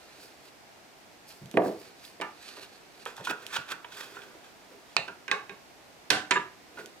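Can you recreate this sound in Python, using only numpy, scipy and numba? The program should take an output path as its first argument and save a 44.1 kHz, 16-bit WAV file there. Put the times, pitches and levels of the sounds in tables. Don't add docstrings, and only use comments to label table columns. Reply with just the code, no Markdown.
import sys
import numpy as np
from scipy import signal
from scipy.fft import rfft, irfft
from scipy.io import wavfile
from scipy.ndimage import uniform_filter1d
from numba import njit

SR = 44100
rng = np.random.default_rng(int(sys.argv[2]) if len(sys.argv) > 2 else 0)


def volts_from_decibels(level):
    exponent = np.asarray(level, float) / 20
    return 10 ** exponent


def put_to_file(sound):
    columns = np.atleast_2d(sound).T
    safe = np.clip(columns, -1, 1)
    whole_steps = np.round(safe * 32767)
    wavfile.write(sys.argv[1], SR, whole_steps.astype(np.int16))


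N = 308700
SPAN = 2 ** 15

# start_s, peak_db, bass_re_peak_db, treble_re_peak_db
BENCH_BLOWS = [
    (1.5405, -21, -13, -27.5),
    (1.571, -7, -31, -32.5),
    (1.5865, -10, -29, -58),
    (1.6, -18, -33, -37),
    (1.62, -23, -21, -24),
    (1.659, -18, -21, -60),
    (1.689, -25.5, -29.5, -52),
    (2.2005, -27.5, -22, -19),
]
BLOCK_BLOWS = [
    (2.57, -40, -9, -11),
    (2.623, -43, 4, 34),
    (3.201, -35.5, -11, -22),
    (4.342, -46, 2, -26),
    (4.709, -50, 0, -17),
    (6.668, -53, 5, -12),
    (6.707, -54, 6, -13),
    (6.784, -37, -3, -3),
]
LIFT_BLOWS = [
    (2.212, -26, -1, 7),
    (2.2175, -21.5, -1, 4),
    (2.227, -29, -11, -11),
    (2.241, -33, -2, -12),
]
EDGE_BLOWS = [
    (3.0595, -25, 9, 0),
    (3.179, -34, 2, -4),
    (3.845, -31.5, -6, 7.5),
]
JAW_BLOWS = [(3.2705, -21, -46, -5.5), (3.297, -23, -24, 6), (3.308, -24.5, -19.5, -7),
             (3.539, -39, -31, 5), (3.563, -21, -51, 7), (3.688, -37, -37, 2), (3.719, -28.5, -30, -9),
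             (4.1675, -33.5, -24, -12), (4.218, -38.5, -40, 6), (5.079, -28, -18, -4),
             (6.772, -36.5, -14, -13), (6.79, -35, -21, -10)]
NUT_BLOWS = [
    (5.28, -26, -28, -11),
    (5.3135, -11.5, -26, -2.5),
    (5.494, -29.5, -14.5, -10.5),
]
STOP_BLOWS = [
    (6.3085, -8, 1, 7),
    (6.313, -14.5, -13.5, -7.5),
    (6.319, -15, -33, -19),
]
# start_s, peak_db
THUMPS = [
    (1.414, -33),
    (1.445, -36.5),
    (3.188, -42.5),
    (3.575, -40),
    (4.975, -37),
    (6.108, -31),
    (6.148, -34),
    (6.2, -52),
]
TICKS = [
    (1.458, -41.5),
    (1.513, -35),
    (2.051, -34.5),
    (3.0544, -27),
    (3.167, -36.5),
    (3.25, -28.5),
    (3.4655, -23),
    (6.8595, -32.5),
]
SCREW_BLOWS = [
    (4.966, -9),
]
HANDLE_BLOWS = [
    (6.103, -8),
    (6.1065, -13.5),
]
REBOUNDS = [
    (6.357, -17),
    (6.362, -19),
    (6.369, -17),
    (6.382, -34),
]
PINGS = [
    (6.322, -35.5),
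]

# pitch_hz, level_db, t60_s (as heard in the room)
BENCH_MODES = [(324, 11, 0.8), (440, 8.5, 0.16), (554, 5.5, 0.5), (665, 5, 0.8), (837, -3.5, 0.33),
               (1177, -11, 0.45)]
BLOCK_MODES = [(840, 36, 0.024), (970, -20, 0.16), (1003, -8, 0.4), (1930, -3, 0.23), (2740, -21, 0.25)]
LIFT_MODES = [(400, -13, 0.12), (862, -3, 0.18), (1000, -4.5, 0.19), (1215, -3, 0.25), (1760, -5, .28),
              (2210, -3, 0.15), (2800, -11.5, 0.22)]
EDGE_MODES = [(444, -5, 0.21), (900, 5, 0.2), (1390, 0, 0.24), (1980, -11, .2), (2585, -5.5, 0.29),
              (3210, -4, .15)]
JAW_MODES = [(285, -8, 0.27), (413, -11, 0.25), (943, -8, 0.22), (1429, 7.5, 0.25), (1558, 1.5, 0.34),
             (2556, -2, 0.2), (3340, -5, 0.12)]
SCREW_MODES = [(536, -10, 0.19), (690, -18, .3), (872, -9, 0.3), (1270, -11, .3), (1809, 0, 0.19),
               (2660, 9, 0.08), (2800, -18, 0.1), (3321, -10, 0.14), (3780, -0.5, 0.33), (4190, 0.5, 0.37)]
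NUT_MODES = [(253, -18, 0.21), (405, -4.5, 0.25), (821, -9, 0.53), (1088, -5, 0.46), (1599, 1.5, 0.33),
             (1880, -19, 0.15), (2145, 3.5, 0.11), (2487, 2, 0.16), (2480, 4, 0.028), (2700, -3.5, 0.11),
             (3735, -4, 0.22)]
HANDLE_MODES = [(294.4, -7.5, 0.21), (426, -5, 0.24), (747, -5, 0.34), (1035, -8, 0.24), (1457, -14, 0.28),
                (1544, -2.5, 0.59), (1622, -1, 0.3), (2124, -21, 0.22), (2780, -3, 0.18), (3220, 2.5, 0.11),
                (4500, -23, .25)]
STOP_MODES = [(372, -4, 0.37), (958, 2.5, 0.29), (1190, 0.5, 0.41), (1500, -4, 0.24), (1690, 12.5, 0.2),
              (2180, -8, .12), (2755, -1, 0.24), (3700, -10, 0.37)]
WASHER_MODES = [(7200, 0, .16)]
SPLIT, SPLIT_HZ, PARTNER_DB = 0.027, 21, -5

# freq_hz, level_db (per Hz)
THUMP_CLACK = [(60, -4.5), (150, 4), (250, -6.5), (450, -20), (900, -48), (16000, -90)]
BENCH_CLACK = [(41, -54), (70, -26), (329, -1), (658, -8.5), (1020, -19.5), (1150, -18.5), (1350, -31),
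               (1700, -21), (2690, -35.5), (8000, -66), (10400, -57), (17600, -120)]
BLOCK_CLACK = [(59, -39), (100, -47), (315, 14), (621, 2), (930, -14), (1580, -3.5), (2690, -16),
               (4980, -24), (5900, -25), (16000, -41)]
LIFT_CLACK = [(100, -35), (350, -14), (900, -5), (1800, 1.5), (2800, -7.5), (4500, -17.5), (8000, -24.5),
              (16000, -39)]
EDGE_CLACK = [(100, -37), (400, -3.5), (900, 7), (1500, -2), (2600, -8), (3500, -9.5), (4500, -32),
              (16000, -45)]
TICK_CLACK = [(180, -49), (300, -39), (2740, -2), (3520, 1.5), (5080, -7.5), (5800, -2.5), (13800, -10.5),
              (16000, -71)]
JAW_CLACK = [(59, -53), (100, -28), (381, -20), (1060, -9.5), (1230, -15), (1480, -5.5), (2040, -27),
             (2420, -11.5), (16000, -51.5)]
SCREW_CLACK = [(59, -47), (100, -28.5), (700, -10.5), (1900, -14.5), (2600, -1), (3300, -16), (4380, -7),
               (5300, -21.5), (7600, -18.5), (16000, -60)]
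NUT_CLACK = [(80, -24), (350, -8), (700, -18.5), (1300, -12.5), (2000, -3.5), (2550, -8), (3100, -12.5),
             (7000, -25.5), (16000, -51)]
HANDLE_CLACK = [(41, -80), (70, -17), (441, -10), (1340, -9), (1510, -0.5), (1980, -4.5), (2500, -5),
                (3200, -1.5), (4500, -3.5), (9700, -16), (13600, -24), (16000, -50)]
STOP_CLACK = [(60, -41), (376, -13), (700, -10), (1200, -0.5), (1600, 1.5), (2300, 1.5), (3800, -5.5),
              (7400, -20), (11000, -41.5), (16000, -71)]
REBOUND_CLACK = [(59, -48), (100, 4), (1200, -7), (1350, -24), (1690, 1), (2800, -8), (7420, -40),
                 (12000, -36), (15600, -86), (22000, -120)]
# freq_hz, level_db
NEAR_TONE = [(150, -6), (900, 1)]

# loudest_s, swell_s, fade_s, hiss_db, pressure_db
FINGERS = [(0.484, 0.18, 0.02, -60, -13), (1.012, 0.25, 0.087, -83, 9), (1.31, 0.07, 0.08, -54.5, -26),
           (1.66, 0.13, 0.12, -60, 19), (1.874, 0.15, 0.054, -55.5, -6), (2.04, 0.091, 0.11, -54, -25),
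           (2.496, .16, 0.095, -47, -18), (2.562, 0.024, .04, -71, -11), (2.634, 0.1, 0.039, -48, -8.5),
           (2.744, 0.11, 0.098, -58.5, -23), (3.03, 0.19, 0.025, -57, -7), (6.79, 0.066, 0.14, -59.5, 11),
           (.24, 1, 0.17, -59, -13)]
SLIDES = [(3.072, 0.0066, 0.073, -47.5, -4.5), (3.163, 0.0045, 0.082, -48.5, -28),
          (3.252, 0.017, 0.095, -41, -54), (3.311, 0.039, 0.0086, -43, 8.5),
          (3.43, 0.074, 0.094, -56.5, 0.5), (3.54, 0.055, 0.046, -43.5, -14.5),
          (3.565, 0.04, 0.018, -39, -16), (3.59, 0.02, 0.07, -55, -7), (3.69, 0.031, 0.083, -51, -12),
          (3.72, 0.033, 0.018, -40.5, -12.5), (3.93, 0.033, 0.37, -54.5, -54),
          (4.01, 0.11, 0.062, -47, -10), (4.1, 0.21, 0.23, -69, 6.5), (4.17, 0.092, 0.35, -62, 5),
          (4.448, 0.019, 0.053, -58.5, -21), (4.638, 0.077, 0.085, -70, -15),
          (4.716, 0.031, 0.18, -81.5, 23), (4.93, 0.17, 0.026, -60.5, -40)]
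SLEEVE = [
    (.23, 0.11, 0.12, -59, -13),
    (.455, .05, 0.048, -60.5, -20),
    (1.28, 0.013, .14, -55, -22),
    (1.315, 0.067, 0.066, -69, -20),
    (1.67, 0.11, .06, -55, -20),
    (1.8, .06, 0.088, -58.5, -18),
    (2.06, .06, 0.062, -53.5, -28),
    (3.97, 0.071, 0.23, -55, -16),
]
STROKE_DB = 20
KNOCK_PER_PRESSURE = 0.23
# freq_hz, level_db (per Hz)
SKIN = [(710, -85), (1200, -25), (1830, -12), (2000, -21), (2380, -7), (3220, -10.5), (3510, -9.5),
        (4450, -4), (5130, -12), (13500, -24.5), (16000, -58)]
GRAIN = [(1180, -66), (2000, -52), (2220, -17), (2490, -7), (2910, -12), (3310, -2), (3940, -9),
         (7570, -15.5), (8630, -21.5), (12400, -22.5), (16000, -35)]
CLOTH = [(1500, -30), (3500, -25), (4700, 8), (6000, -4), (10000, -4), (14000, -4), (16000, -16)]
WOOD = [(350, -71), (600, -10), (1020, 4.5), (1100, 3.5), (1560, 9), (1790, 5), (2120, -2), (2460, -6),
        (2600, 2), (3380, -73), (5720, -120)]
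RUMBLE = [(90, -6), (200, -2), (400, 11), (700, -5.5), (1000, -23.5)]

# freq_hz, t60_s
ROOM_T60 = [(100, 0.35), (300, 0.28), (1000, 0.34), (3000, 0.3), (8000, 0.29), (15000, 0.19)]
# freq_hz, side_re_mid_db
ROOM_SIDE = [(100, -27), (400, -15), (1000, -6), (3000, -3.5), (8000, 3.5)]
# freq_hz, level_db
ROOM_TONE = [(100, 3), (500, 8.5), (2000, 1), (6000, -6.5), (15000, -7.5)]
# freq_hz, lead_radians
PORT_PHASE = [(500, 0.15), (2000, 1.1), (4000, 1.54), (8000, 1.28), (16000, 1.54)]
# freq_hz, left_re_right_db
PORT_SHADE = [(100, 1.5), (500, 2.5), (1200, 0.5), (2500, -0.5), (5000, 2.5), (9000, 5), (14000, 8)]
# freq_hz, level_db (per Hz)
SHOP_MID = [(12, -81), (20, -13.5), (331, 1), (548, -1.5), (686, 2.5), (1140, -6), (2490, -7),
            (3120, -10.5), (5320, -13), (11000, -22.5), (15000, -23.5), (16400, -53)]
SHOP_SIDE = [(12, -47), (20, -13), (230, 0), (596, -0.5), (1170, -3.5), (1680, -3), (3300, -9.5),
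             (4630, -8.5), (12700, -22), (15000, -22), (16400, -59)]
SHOP_MID_DB, SHOP_SIDE_DB = -56, -58


def on_log(table, hz):
    f, v = np.transpose(table)
    return np.interp(np.log(np.maximum(hz, 1)), np.log(f), v)


def colour(x, table):
    n = x.shape[-1]
    return irfft(rfft(x) * volts_from_decibels(on_log(table, np.fft.rfftfreq(n, 1 / SR))), n)


def causal(x, table):
    n = len(x)
    cep = irfft(on_log(table, np.fft.rfftfreq(n, 1 / SR)) * np.log(10) / 20, n)
    cep[1:n // 2] *= 2
    cep[n // 2 + 1:] = 0
    return irfft(rfft(x) * np.exp(rfft(cep)), n)


def level(x, db):
    return x * volts_from_decibels(db) / np.sqrt(np.mean(x ** 2))


def peak(x, db):
    return x * volts_from_decibels(db) / abs(x).max()


def pan(db):
    return volts_from_decibels(np.array([[db / 2], [-db / 2]]))


def walk(rate):
    k = int(SR / rate)
    held = np.repeat(rng.standard_normal(N // k + 1), k)
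    return 0.6 * uniform_filter1d(uniform_filter1d(held, k), k)[:N]


def ringing(modes, t, ring, loose):
    hz, db, t60 = (c[:, None] for c in np.transpose(modes))
    own_t60 = np.clip(ring * np.minimum(t60, 0.5), 0.004, 1)
    spot_level, spot_phase = rng.standard_normal((2, len(modes), 1))
    steps = uniform_filter1d(rng.standard_normal((2, len(modes), len(t))), size=48)
    drift = np.cumsum(steps, axis=2) * np.sqrt(2 * np.pi * abs(loose) * hz / SR)
    partner_hz = hz + np.minimum(SPLIT * hz, SPLIT_HZ) * (1 + abs(spot_phase))
    pair = np.sin(2 * np.pi * (hz * t + spot_phase) + drift[0])
    pair += volts_from_decibels(PARTNER_DB) * np.cos(2 * np.pi * partner_hz * t + drift[1])
    return np.sum(volts_from_decibels(db + 2.0 * spot_level - 60 * t / own_t60) * pair, axis=0)


def blows(table, modes, clack, echo, low_hz, high_hz, ring, crack_s, ring_db, wet_db, pan_db, loose):
    out = np.zeros((2, N + SPAN))
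    t = np.arange(SPAN // 4) / SR
    rows = np.pad(table, ((0, 0), (0, 4 - len(table[0]))))
    usual = np.median(rows, axis=0)
    push = np.sqrt(t / crack_s) * np.exp(-t / crack_s)
    even = causal((t == 0) * np.sqrt(np.sum(push ** 2)), clack)
    for start_s, peak_db, bass_db, treble_db in rows:
        clatter = causal(rng.standard_normal(len(t)) * push, clack)
        body = ringing(modes, t, ring, loose)
        body = peak(body * (1 - np.exp(-t / crack_s)), ring_db)
        tilt = [(low_hz / 2, bass_db - usual[2]), (low_hz, 0),
                (high_hz, 0), (2 * high_hz, treble_db - usual[3])]
        near, far = (causal(body + v / abs(clatter).max(), tilt) for v in (clatter, even))
        wet = signal.fftconvolve(echo, far[None], axes=1)[:, :SPAN]
        sound = wet * pan(0.64 * pan_db) * volts_from_decibels(wet_db)
        sound[:, :len(t)] += pan(pan_db) * causal(near, NEAR_TONE)
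        i = int(start_s * SR)
        out[:, i:i + SPAN] += volts_from_decibels(peak_db) * sound / abs(near).max()
    return out[:, :N]


def jig_on_bench(echo):
    out = blows(THUMPS, BENCH_MODES, THUMP_CLACK, echo, 150, 300, ring=0.1, crack_s=0.011,
                ring_db=-25, wet_db=-8, pan_db=-4, loose=0.05)
    out += blows(BENCH_BLOWS, BENCH_MODES, BENCH_CLACK, echo, 575, 1420, ring=0.095, crack_s=0.0022,
                 ring_db=-4.5, wet_db=-4.5, pan_db=-6.0, loose=0.02)
    return out


def pine_block(echo):
    out = blows(BLOCK_BLOWS, BLOCK_MODES, BLOCK_CLACK, echo, 510, 1400, ring=0.27, crack_s=0.013,
                ring_db=-2.5, wet_db=-3.5, pan_db=-4.5, loose=0.08)
    out += blows(LIFT_BLOWS, LIFT_MODES, LIFT_CLACK, echo, 600, 1900, ring=0.2, crack_s=0.0016,
                 ring_db=-0.5, wet_db=-1.5, pan_db=-5.5, loose=0.05)
    out += blows(EDGE_BLOWS, EDGE_MODES, EDGE_CLACK, echo, 560, 1150, ring=0.23, crack_s=0.0023,
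                 ring_db=-2, wet_db=-7, pan_db=-5.5, loose=0.089)
    out += blows(TICKS, BLOCK_MODES, TICK_CLACK, echo, 2800, 5300, ring=0.079, crack_s=0.00062,
                 ring_db=-39, wet_db=1.5, pan_db=-7.5, loose=0.05)
    return out


def vise_jaws(echo):
    return blows(JAW_BLOWS, JAW_MODES, JAW_CLACK, echo, 550, 1680, ring=0.28, crack_s=0.0033,
                 ring_db=-2.5, wet_db=-3.5, pan_db=-6.0, loose=0.042)


def screw_and_nut(echo):
    out = blows(SCREW_BLOWS, SCREW_MODES, SCREW_CLACK, echo, 600, 3000, ring=0.5, crack_s=0.00088,
                ring_db=-10.5, wet_db=-4.0, pan_db=-8.0, loose=0.038)
    out += blows(NUT_BLOWS, NUT_MODES, NUT_CLACK, echo, 460, 2870, ring=0.31, crack_s=0.0015,
                 ring_db=-2.0, wet_db=-0.9, pan_db=-7, loose=0.041)
    return out


def handle_and_stop(echo):
    out = blows(HANDLE_BLOWS, HANDLE_MODES, HANDLE_CLACK, echo, 600, 3000, ring=0.48, crack_s=0.0021,
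                ring_db=-13.5, wet_db=4.5, pan_db=-8.5, loose=0.036)
    out += blows(STOP_BLOWS, STOP_MODES, STOP_CLACK, echo, 550, 4500, ring=0.21, crack_s=0.0031,
                 ring_db=-12.0, wet_db=-0.5, pan_db=-7.5, loose=0.03)
    out += blows(REBOUNDS, STOP_MODES, REBOUND_CLACK, echo, 600, 3000, ring=0.19, crack_s=0.0011,
                 ring_db=4.0, wet_db=-8.0, pan_db=-6, loose=0.012)
    out += blows(PINGS, WASHER_MODES, STOP_CLACK, echo, 600, 3000, ring=0.95, crack_s=0.015,
                 ring_db=30, wet_db=-14, pan_db=-4, loose=0.003)
    return out


def rubbing(strokes, surface, echo, rough_db, knock_db, pan_db, wet_db):
    t = np.arange(N) / SR
    gains = np.zeros((3, N))
    for s, swell_s, fade_s, hiss_db, pressure_db in strokes:
        shape = volts_from_decibels(hiss_db - STROKE_DB * np.maximum((s - t) / swell_s, (t - s) / fade_s))
        gains += shape * volts_from_decibels(np.array([[0], [pressure_db], [knock_db + KNOCK_PER_PRESSURE * pressure_db]]))
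    size = np.minimum(rng.exponential(size=N), 5)
    catches = rng.standard_normal(N) * volts_from_decibels(rough_db * size + 4.5 * walk(150))
    layers = zip(gains, (surface, RUMBLE, WOOD))
    rub = sum(gain * level(colour(catches, table), 0) for gain, table in layers)
    wet = signal.fftconvolve(echo, rub[None], axes=1)[:, :N]
    return pan(pan_db) * (volts_from_decibels(1.0) * rub + volts_from_decibels(wet_db) * wet)


def hands_and_sleeve(echo):
    out = rubbing(FINGERS, SKIN, echo, rough_db=3.0, knock_db=-7, pan_db=-7.0, wet_db=-8.0)
    out += rubbing(SLIDES, GRAIN, echo, rough_db=2, knock_db=4, pan_db=-5.5, wet_db=-5.5)
    out += rubbing(SLEEVE, CLOTH, echo, rough_db=5.5, knock_db=-30, pan_db=-5, wet_db=3)
    return out


def room():
    t = np.arange(SPAN) / SR
    mid, side = rng.standard_normal((2, SPAN))
    side = colour(side, ROOM_SIDE)
    spectrum = rfft(np.array([mid + side, mid - side]))
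    octaves = np.log2(np.fft.rfftfreq(SPAN, 1 / SR) + 1)
    out = 0
    for octave in np.arange(5, 15, 0.5):
        share = np.clip(1 - 2 * abs(octaves - octave), 0, 1)
        out = out + irfft(spectrum * share, SPAN) * volts_from_decibels(-60 * t / on_log(ROOM_T60, 2 ** octave))
    out = out * (1 - np.exp(-(t / 0.003) ** 2))
    out = out / np.sqrt(np.mean(np.sum(out ** 2, axis=1)))
    return np.array([causal(c, ROOM_TONE) for c in out])


def ports(x):
    hz = np.fft.rfftfreq(N, 1 / SR)
    half = volts_from_decibels(on_log(PORT_SHADE, hz) / 2) * np.exp(0.5j * on_log(PORT_PHASE, hz))
    return irfft(rfft(x) * np.array([half, 1 / half]), N)


def shop():
    mid = level(colour(rng.standard_normal(N), SHOP_MID), SHOP_MID_DB) * volts_from_decibels(0.2 * walk(1.21))
    side = level(colour(rng.standard_normal(N), SHOP_SIDE), SHOP_SIDE_DB) * volts_from_decibels(1.0 * walk(4.86))
    return pan(-1.2) * np.array([mid + side, mid - side])


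def scene():
    echo = room()
    out = jig_on_bench(echo)
    out += pine_block(echo)
    out += vise_jaws(echo)
    out += screw_and_nut(echo)
    out += handle_and_stop(echo)
    out += hands_and_sleeve(echo)
    low_cut = signal.butter(3, 85, "high", fs=SR, output="sos")
    return ports(signal.sosfilt(low_cut, out)) + shop()


@njit
def follow(size, attack, release):
    out, e = np.empty(len(size)), 1e-9
    for i in range(len(size)):
        e += (size[i] - e) * (attack if size[i] > e else release)
        out[i] = e
    return out


def band_limit(x):
    return signal.sosfilt(signal.butter(12, 16500, fs=SR, output="sos"), x)


def record(dry):
    attack_s, release_s, threshold_db = 0.0057, 0.039, -20.5
    loud = follow(abs(dry).max(axis=0), 1 / (attack_s * SR), 1 / (release_s * SR))
    held = dry * np.minimum(volts_from_decibels(threshold_db) / loud, 1) ** 0.55
    top_cut = signal.ellip(8, 0.2, 70, 16200, fs=SR, output="sos")
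    return band_limit(signal.sosfilt(top_cut, held))


dry = scene()
out = record(dry)
put_to_file(out)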